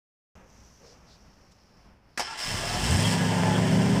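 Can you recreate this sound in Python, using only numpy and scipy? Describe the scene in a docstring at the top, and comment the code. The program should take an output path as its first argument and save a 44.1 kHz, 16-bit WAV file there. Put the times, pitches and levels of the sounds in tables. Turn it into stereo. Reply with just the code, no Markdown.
"""Old V8 starting outdoors

A stereo pair stands close beside the open engine bay, in a quiet yard with light rustling.
The solenoid clacks, the pinion hits the ring gear and the starter grinds. The engine catches:
single exhaust thumps race up into the drone of a heavy fast idle, under the clatter of fan and
tappets. The pinion skips out of mesh and the released starter whines down."""
import sys
import numpy as np
from scipy import signal
from scipy.fft import rfft, irfft
from scipy.io import wavfile
from scipy.ndimage import map_coordinates

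SR = 44100
rng = np.random.default_rng(int(sys.argv[2]) if len(sys.argv) > 2 else 0)


def digitize_waveform(pressure):
    """Quantize a signal to 16-bit integers and store it at the path in sys.argv[1].

    Rows of a 2-D input are taken as channels; values are limited to [-1, 1].
    """
    field = np.atleast_2d(pressure).T
    bounded = np.clip(field, -1, 1)
    quanta = np.round(bounded * 32767).astype(np.int16)
    wavfile.write(sys.argv[1], SR, quanta)


N = 176400
T = np.arange(N) / SR
HZ = np.fft.rfftfreq(N, 1 / SR)

# engine speed: t/s, firing rate/Hz
FIRING_RATE = [(2.2, 10), (2.45, 24), (2.55, 36), (2.65, 41), (2.75, 39), (2.82, 50), (2.88, 66),
               (2.94, 90), (3.0, 100), (3.08, 108), (3.35, 107), (3.5, 109), (3.8, 116), (4.0, 122)]
# strength of the eight cylinders in firing order: level/dB
CYLINDER_DB = [0, -3, -5.5, -6.5, 1.5, -4, -4, -2]


def amp(db):
    """Decibels to gain."""
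    return 10 ** (np.asarray(db) / 20)


def unit(x):
    """Scales to rms 1."""
    return x / np.sqrt(np.mean(x ** 2) + 1e-20)


def curve(rows, column=1):
    """One column of a table, joined over time."""
    rows = np.array(rows)
    return np.interp(T, rows[:, 0], rows[:, column])


def level(rows, column=1):
    """Gain from a dB curve, silent before its first point."""
    return amp(curve(rows, column)) * (T >= rows[0][0])


def spectrum(points):
    """A table joined over log frequency."""
    f, value = np.transpose(points)
    return np.interp(np.log(HZ + 1), np.log(f + 1), value)


def colour(x, db):
    """Causal filter with the given dB response."""
    cepstrum = irfft(np.log(amp(np.maximum(db, -100))), N)
    causal = 2 * cepstrum * (np.arange(N) < N // 2) * (T > 0)
    taps = irfft(np.exp(rfft(causal)), N)[:4096]
    return signal.fftconvolve(np.atleast_2d(x), taps[None], axes=1)[:, :N]


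def drift(hz):
    """Random wander of rms 1, mostly slower than hz."""
    coarse = T[::20]
    bins = rfft(rng.standard_normal(len(coarse)))
    smooth = irfft(bins * np.exp(-(HZ[:len(bins)] / hz) ** 2), len(coarse))
    return unit(np.interp(T, coarse, smooth))


def noise():
    """White noise at the two microphones, alike in the bass only."""
    # likeness of left and right: f/Hz, correlation
    likeness = [(150, .99), (450, .8), (1000, .1), (2000, -.1), (5000, 0)]
    a, b = rfft(rng.standard_normal((2, N)))
    same = np.clip(spectrum(likeness), -1, 1)
    return irfft(np.array([a, same * a + np.sqrt(1 - same ** 2) * b]), N)


def band(hz, width_hz):
    """A resonance kept ringing by friction."""
    return unit(irfft(rfft(noise()) / (1 + (2 * (HZ - hz) / width_hz) ** 2), N))


def swell(start, length, hz, width_hz, db):
    """A resonance that rises and dies away."""
    arch = np.sin(np.pi * np.clip((T - start) / length, 0, 1))
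    return amp(db) * unit(band(hz, width_hz) * arch) * np.sqrt(np.mean(arch ** 2))


def place(x, balance):
    """Shares each frequency between the left and right microphone."""
    gains = amp(np.outer([.5, -.5], spectrum(balance)))
    return irfft(rfft(x) * gains / np.sqrt((gains ** 2).mean(0)), N)


def bay(x, echo=.55, decay_s=.007):
    """Quick reflections between bonnet, wings and bulkhead."""
    age = T[T < 4 * decay_s]
    taps = rng.standard_normal((2, len(age))) * np.exp(-age / decay_s) * (age > .002)
    taps *= echo / np.linalg.norm(taps, axis=1, keepdims=True)
    return unit(x + signal.fftconvolve(x, taps, axes=1)[:, :N])


def yard(air_db=-54.5, fall_db_per_s=1, waver_db=1.6, crinkle_db=1, sag_per_s=.083):
    """Outdoor air, with a soft rustle and a few scuffs close to the microphones."""
    # open air: f/Hz, level/dB
    air_colour = [(30, -8), (58, 2.5), (90, -7), (200, -7.5), (330, -15.5), (900, -15), (2800, -25),
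                  (4000, -38.5), (15000, -49)]
    # rustle: t/s, level/dB
    rustle_level = [(.35, -63), (.42, -69), (.52, -60.5), (.67, -58.5), (.9, -60.5), (1.04, -64.5),
                    (1.14, -61), (1.28, -63.5), (1.85, -65), (2.0, -76.5), (2.17, -65)]
    # its hiss: f/Hz, level/dB
    rustle_colour = [(2500, -12.5), (4200, -11.5), (6000, 2.5), (7000, -9), (8000, -15), (10300, -25),
                     (11700, -18), (13000, -26), (15000, -23)]
    # small scuffs: t/s, length/s, f/Hz, width/Hz, level/dB
    scuffs = [(0.363, 0.12, 540, 110, -59), (0.795, 0.16, 508, 128, -55.5), (0.812, 0.16, 5300, 2000, -55),
              (1.057, 0.13, 4600, 2300, -57), (1.51, 0.024, 5660, 5000, -60)]
    air_gain = amp(air_db - fall_db_per_s * T - waver_db * drift(7.9))
    air = air_gain * unit(colour(noise(), spectrum(air_colour)))
    rustle = unit(colour(noise() * amp(crinkle_db * drift(200)), spectrum(rustle_colour)))
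    sag = 1 - sag_per_s * (T - .5)  # the rustle slows and drops in pitch
    rustle = np.array([map_coordinates(side, [np.cumsum(sag)], order=3) for side in rustle])
    return air + level(rustle_level) * rustle + sum(swell(*row) for row in scuffs)


def clacks(attack_s=.00077, lift_octaves=.78):
    """Each steel blow sets off a dense, quickly dying ring in the engine bay."""
    # solenoid, pinion into ring gear, one caught tooth: t/s, level/dB, decay/s, f/Hz, lift/dB
    blows = [(2.175, -24.5, 0.021, 1880, 9), (2.1947, -21.5, 0.015, 750, 11.5),
             (2.839, -30, 0.006, 10000, 14)]
    # struck steel: f/Hz, level/dB
    steel_colour = [(80, -36), (218, -5.5), (380, -11), (600, -5.5), (1730, -7.5), (3770, -12.5),
                    (5280, -5), (8600, -12.5), (15000, -29)]
    out = 0
    for start, db, decay_s, centre_hz, lift_db in blows:
        age = np.maximum(T - start, 0)
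        envelope = np.minimum(age / attack_s, 1) * np.exp(-age / decay_s)
        lift = lift_db * np.exp(-(np.log2((HZ + 1) / centre_hz) / lift_octaves) ** 2)
        out = out + amp(db) * envelope * unit(colour(noise(), spectrum(steel_colour) + lift))
    return out


def housing(hz):
    """Lift in dB that the starter and bell housing give at these frequencies."""
    # resonances: f/Hz, width/Hz, lift/dB
    modes = [(710, 34, 8.5), (865, 42, 12), (1200, 40, 4), (1370, 40, 2.5), (1667, 42, 16.5), (2010, 50, 9)]
    return sum(db / (1 + (2 * (hz - centre) / width) ** 2) for centre, width, db in modes)


def starter(wobble=.003, tooth_depth=.2, grain=.2, rasp_ring=.18, roughness=.38, load_s=2.376):
    """Teeth rasp and ring; the rotor whines up and coasts down, flaring at each housing resonance."""
    # grinding teeth: t/s, level/dB
    grind_level = [(2.185, -70), (2.205, -26), (2.24, -35), (2.365, -36.5), (2.39, -33.5), (2.48, -30),
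                   (2.65, -31.5), (2.85, -28), (3.135, -27.5), (3.17, -32), (3.5, -35.5)]
    # their rasp: f/Hz, level/dB
    grind_colour = [(300, -19), (600, -14), (950, -6.5), (1260, -12.5), (1850, -5.5), (2320, -10),
                    (3060, -6.5), (3790, -15), (5300, -8.5), (6480, -17), (8300, -13), (10700, -27),
                    (13300, -31), (15000, -31)]
    # singing ring gear: t/s, level/dB
    gear_level = [(2.195, -58), (2.206, -31.5), (2.24, -39), (2.36, -49), (2.42, -34), (2.6, -40.5),
                  (3.1, -37.5), (3.22, -48)]
    # starter rotor: t/s, rotation/Hz, whine level/dB
    rotor = [(2.45, 112, -60), (2.58, 127.4, -52), (2.66, 138, -41.5), (2.76, 145, -40), (2.84, 153, -51),
             (3.0, 177, -51), (3.13, 194, -49), (3.22, 185.5, -41.5), (3.52, 171, -40.5), (3.6, 165, -49),
             (4.0, 144, -50)]
    # whine lines: multiple of the rotation, level/dB
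    whine_lines = [(3, -6.5), (5, 2.5), (7, -12.5), (8, -7), (9, -4)]
    speed = curve(rotor)
    turns = np.cumsum(speed * (1 + wobble * drift(17.7))) / SR
    teeth = (1 + tooth_depth * np.cos(2 * np.pi * turns)) * np.exp(grain * drift(450))
    rasp = bay(colour(noise() * teeth, spectrum(grind_colour) + rasp_ring * housing(HZ)))
    dull = signal.lfilter(*signal.butter(1, 4770, fs=SR), rasp)
    rasp = np.where(T < load_s, dull, rasp)  # soft until the engine takes up the load
    mic_radians = np.array([[0], [1]])  # the whine reaches the two microphones out of step
    whine = 0
    for order, db in whine_lines:
        phase = 2 * np.pi * (order * turns + rng.random()) + mic_radians
        gain = amp(db + housing(order * speed)) * (1 + roughness * drift(35))
        whine = whine + gain * np.cos(phase)
    gear = level(gear_level) * teeth * band(hz=5250, width_hz=520)
    return level(grind_level) * rasp + gear + level(rotor, column=2) * whine


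def ringing_parts():
    """Metal parts in the bay sing for a moment."""
    # brief resonances: t/s, length/s, f/Hz, width/Hz, level/dB
    rings = [(2.25, 0.16, 894, 61, -41.5), (2.254, 0.13, 1365, 40, -41), (3.028, 0.058, 3230, 130, -27),
             (3.541, 0.031, 3260, 200, -33.5)]
    return sum(swell(*row) for row in rings)


def strokes(firings, spread_db):
    """One click per firing, uneven from cylinder to cylinder; constant mean power."""
    at = np.flatnonzero(np.diff(np.floor(firings)) > 0)
    clicks = np.zeros(N)
    clicks[at] = amp(np.resize(CYLINDER_DB, len(at)) + spread_db * rng.standard_normal(len(at)))
    return clicks / np.sqrt(curve(FIRING_RATE))


def clatter(firings, pulse_depth=.27, flutter_db=.5, tappet_db=-6.5, tick_s=.0021):
    """Fan and intake rush in pulses with the firings; tappets tick in between."""
    # fan and valve gear: t/s, level/dB
    clatter_level = [(2.38, -81), (2.5, -40), (2.75, -36.5), (2.95, -32.5), (3.2, -30.5), (3.5, -28.5),
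                     (3.75, -30), (4.0, -30)]
    # their tone: f/Hz, level/dB
    clatter_colour = [(250, -23), (370, -3), (570, -6), (950, -3.5), (1180, -16), (1730, -8.5), (2360, -16),
                      (3340, -15.5), (3940, -31), (5130, -22.5), (6360, -25), (8420, -25.5), (10800, -46),
                      (15000, -44)]
    pulse = 1 + pulse_depth * np.exp(-(firings % 1) / .31)
    rush = unit(noise() * pulse * amp(flutter_db * drift(60)))
    ticks = signal.lfilter([1], [1, -np.exp(-1 / (tick_s * SR))], strokes(firings + .5, spread_db=2))
    tappets = amp(tappet_db) * unit(ticks * noise())
    return level(clatter_level) * bay(colour(rush + tappets, spectrum(clatter_colour)))


def exhaust(firings, puff=1.1, throb=.84, throb_below_hz=126):
    """Each firing thumps the pipe and pushes out a puff of gas; at low speed the block throbs too."""
    # separate thumps: t/s, level/dB
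    thump_level = [(2.42, -62), (2.48, -38.5), (2.55, -37), (2.68, -38.5), (2.79, -33), (2.86, -28.5),
                   (2.96, -23), (3.12, -37), (4.0, -31)]
    # exhaust pipe: f/Hz, level/dB
    pipe_colour = [(18, -28), (38, -14.5), (70, -1), (100, 5), (170, 0), (250, -4), (320, -18), (450, -15),
                   (900, -27), (3000, -97)]
    puffs = unit(noise() * np.exp(-(firings % 1) / .92))
    kicks = unit(strokes(firings, spread_db=1.5))
    thumps = unit(colour(kicks + puff * puffs, spectrum(pipe_colour)))
    slow = np.clip(2 * (1 - curve(FIRING_RATE) / throb_below_hz), 0, 1)
    return level(thump_level) * (thumps + throb * slow * np.cos(2 * np.pi * firings))


def overrun(skips_per_s=420, skip_s=.0012):
    """The engine outruns the pinion: a bright grit of skipping teeth, until it drops out of mesh."""
    # skipping teeth: t/s, level/dB
    skip_level = [(2.7, -55), (2.86, -40), (3.145, -40.5), (3.17, -63)]
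    hits = (rng.random(N) < skips_per_s / SR) * (.5 + rng.random(N))
    ticks = signal.lfilter([1], [1, -np.exp(-1 / (skip_s * SR))], hits)
    return level(skip_level) * unit(ticks * band(hz=8100, width_hz=2400))


def drone(firings, settle_s=(3.4, 3.71), waver=.18, smear_cycles=.22, chug=.11):
    """At speed the firings merge into wavering multiples of the engine cycle, with a growl above."""
    # steady exhaust: t/s, level/dB
    drone_level = [(2.8, -55), (2.95, -32.5), (3.06, -25), (3.5, -25.5), (3.75, -22), (4.0, -22.5)]
    # its lines: multiple of the engine cycle, level just caught/dB, level settled/dB
    lines = [(5, -63, -52), (7, -51, -41), (8, -34, -35), (9, -45, -31), (10, -42, -47), (11, -29.5, -23.5),
             (12, -32, -36), (13, -24, -24), (14, -32, -34.5), (15, -38, -41), (16, -33, -30),
             (17, -51, -41), (18, -35.5, -31.5), (19, -33, -35), (20, -38.5, -43), (27, -53, -36)]
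    growl = [(order, -47.5, -47.5) for order in range(26, 44)]
    cycles = firings / len(CYLINDER_DB)
    settled = np.interp(T, settle_s, [0, 1])
    out, power = 0, 0
    for order, early_db, late_db in lines + growl:
        gain = amp(early_db) + settled * (amp(late_db) - amp(early_db))
        lag = smear_cycles * (order - len(CYLINDER_DB)) ** 2  # the pipe smears the pulses
        phase = 2 * np.pi * (order * cycles + lag) + waver * drift(7.2)
        out = out + gain * (1 + waver * drift(8.2)) * np.cos(phase)
        power = power + gain ** 2 / 2
    uneven = 1 + chug * drift(70)
    return level(drone_level) * uneven * out / np.sqrt(power)


def scene(silent_until_s=.3535):
    """The engine bay in front of the microphones, the yard around them; silence at the very start."""
    # engine across the pair: f/Hz, left minus right/dB
    engine_balance = [(100, -4), (1300, -3.5), (2400, -2), (4800, -6.5), (6300, -5.5), (8200, 20.5),
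                      (10500, 8), (13000, 0.5)]
    # yard across the pair: f/Hz, left minus right/dB
    yard_balance = [(60, -5.5), (2000, -7.5), (4000, -11.5), (5800, -21.5), (8000, 5.5), (11500, -5)]
    firings = np.cumsum(curve(FIRING_RATE)) / SR  # running count
    metal = starter() + overrun() + clacks() + ringing_parts()
    engine = exhaust(firings) + drone(firings) + clatter(firings) + metal
    return (place(engine, engine_balance) + place(yard(), yard_balance)) * (T > silent_until_s)


def record(dry, edge_hz=15500):
    """The recorder's band limit."""
    lowpass = signal.firwin(301, edge_hz, window=("kaiser", 9), fs=SR)
    return signal.oaconvolve(dry, lowpass[None], "same")


dry = scene()
out = record(dry)
digitize_waveform(out)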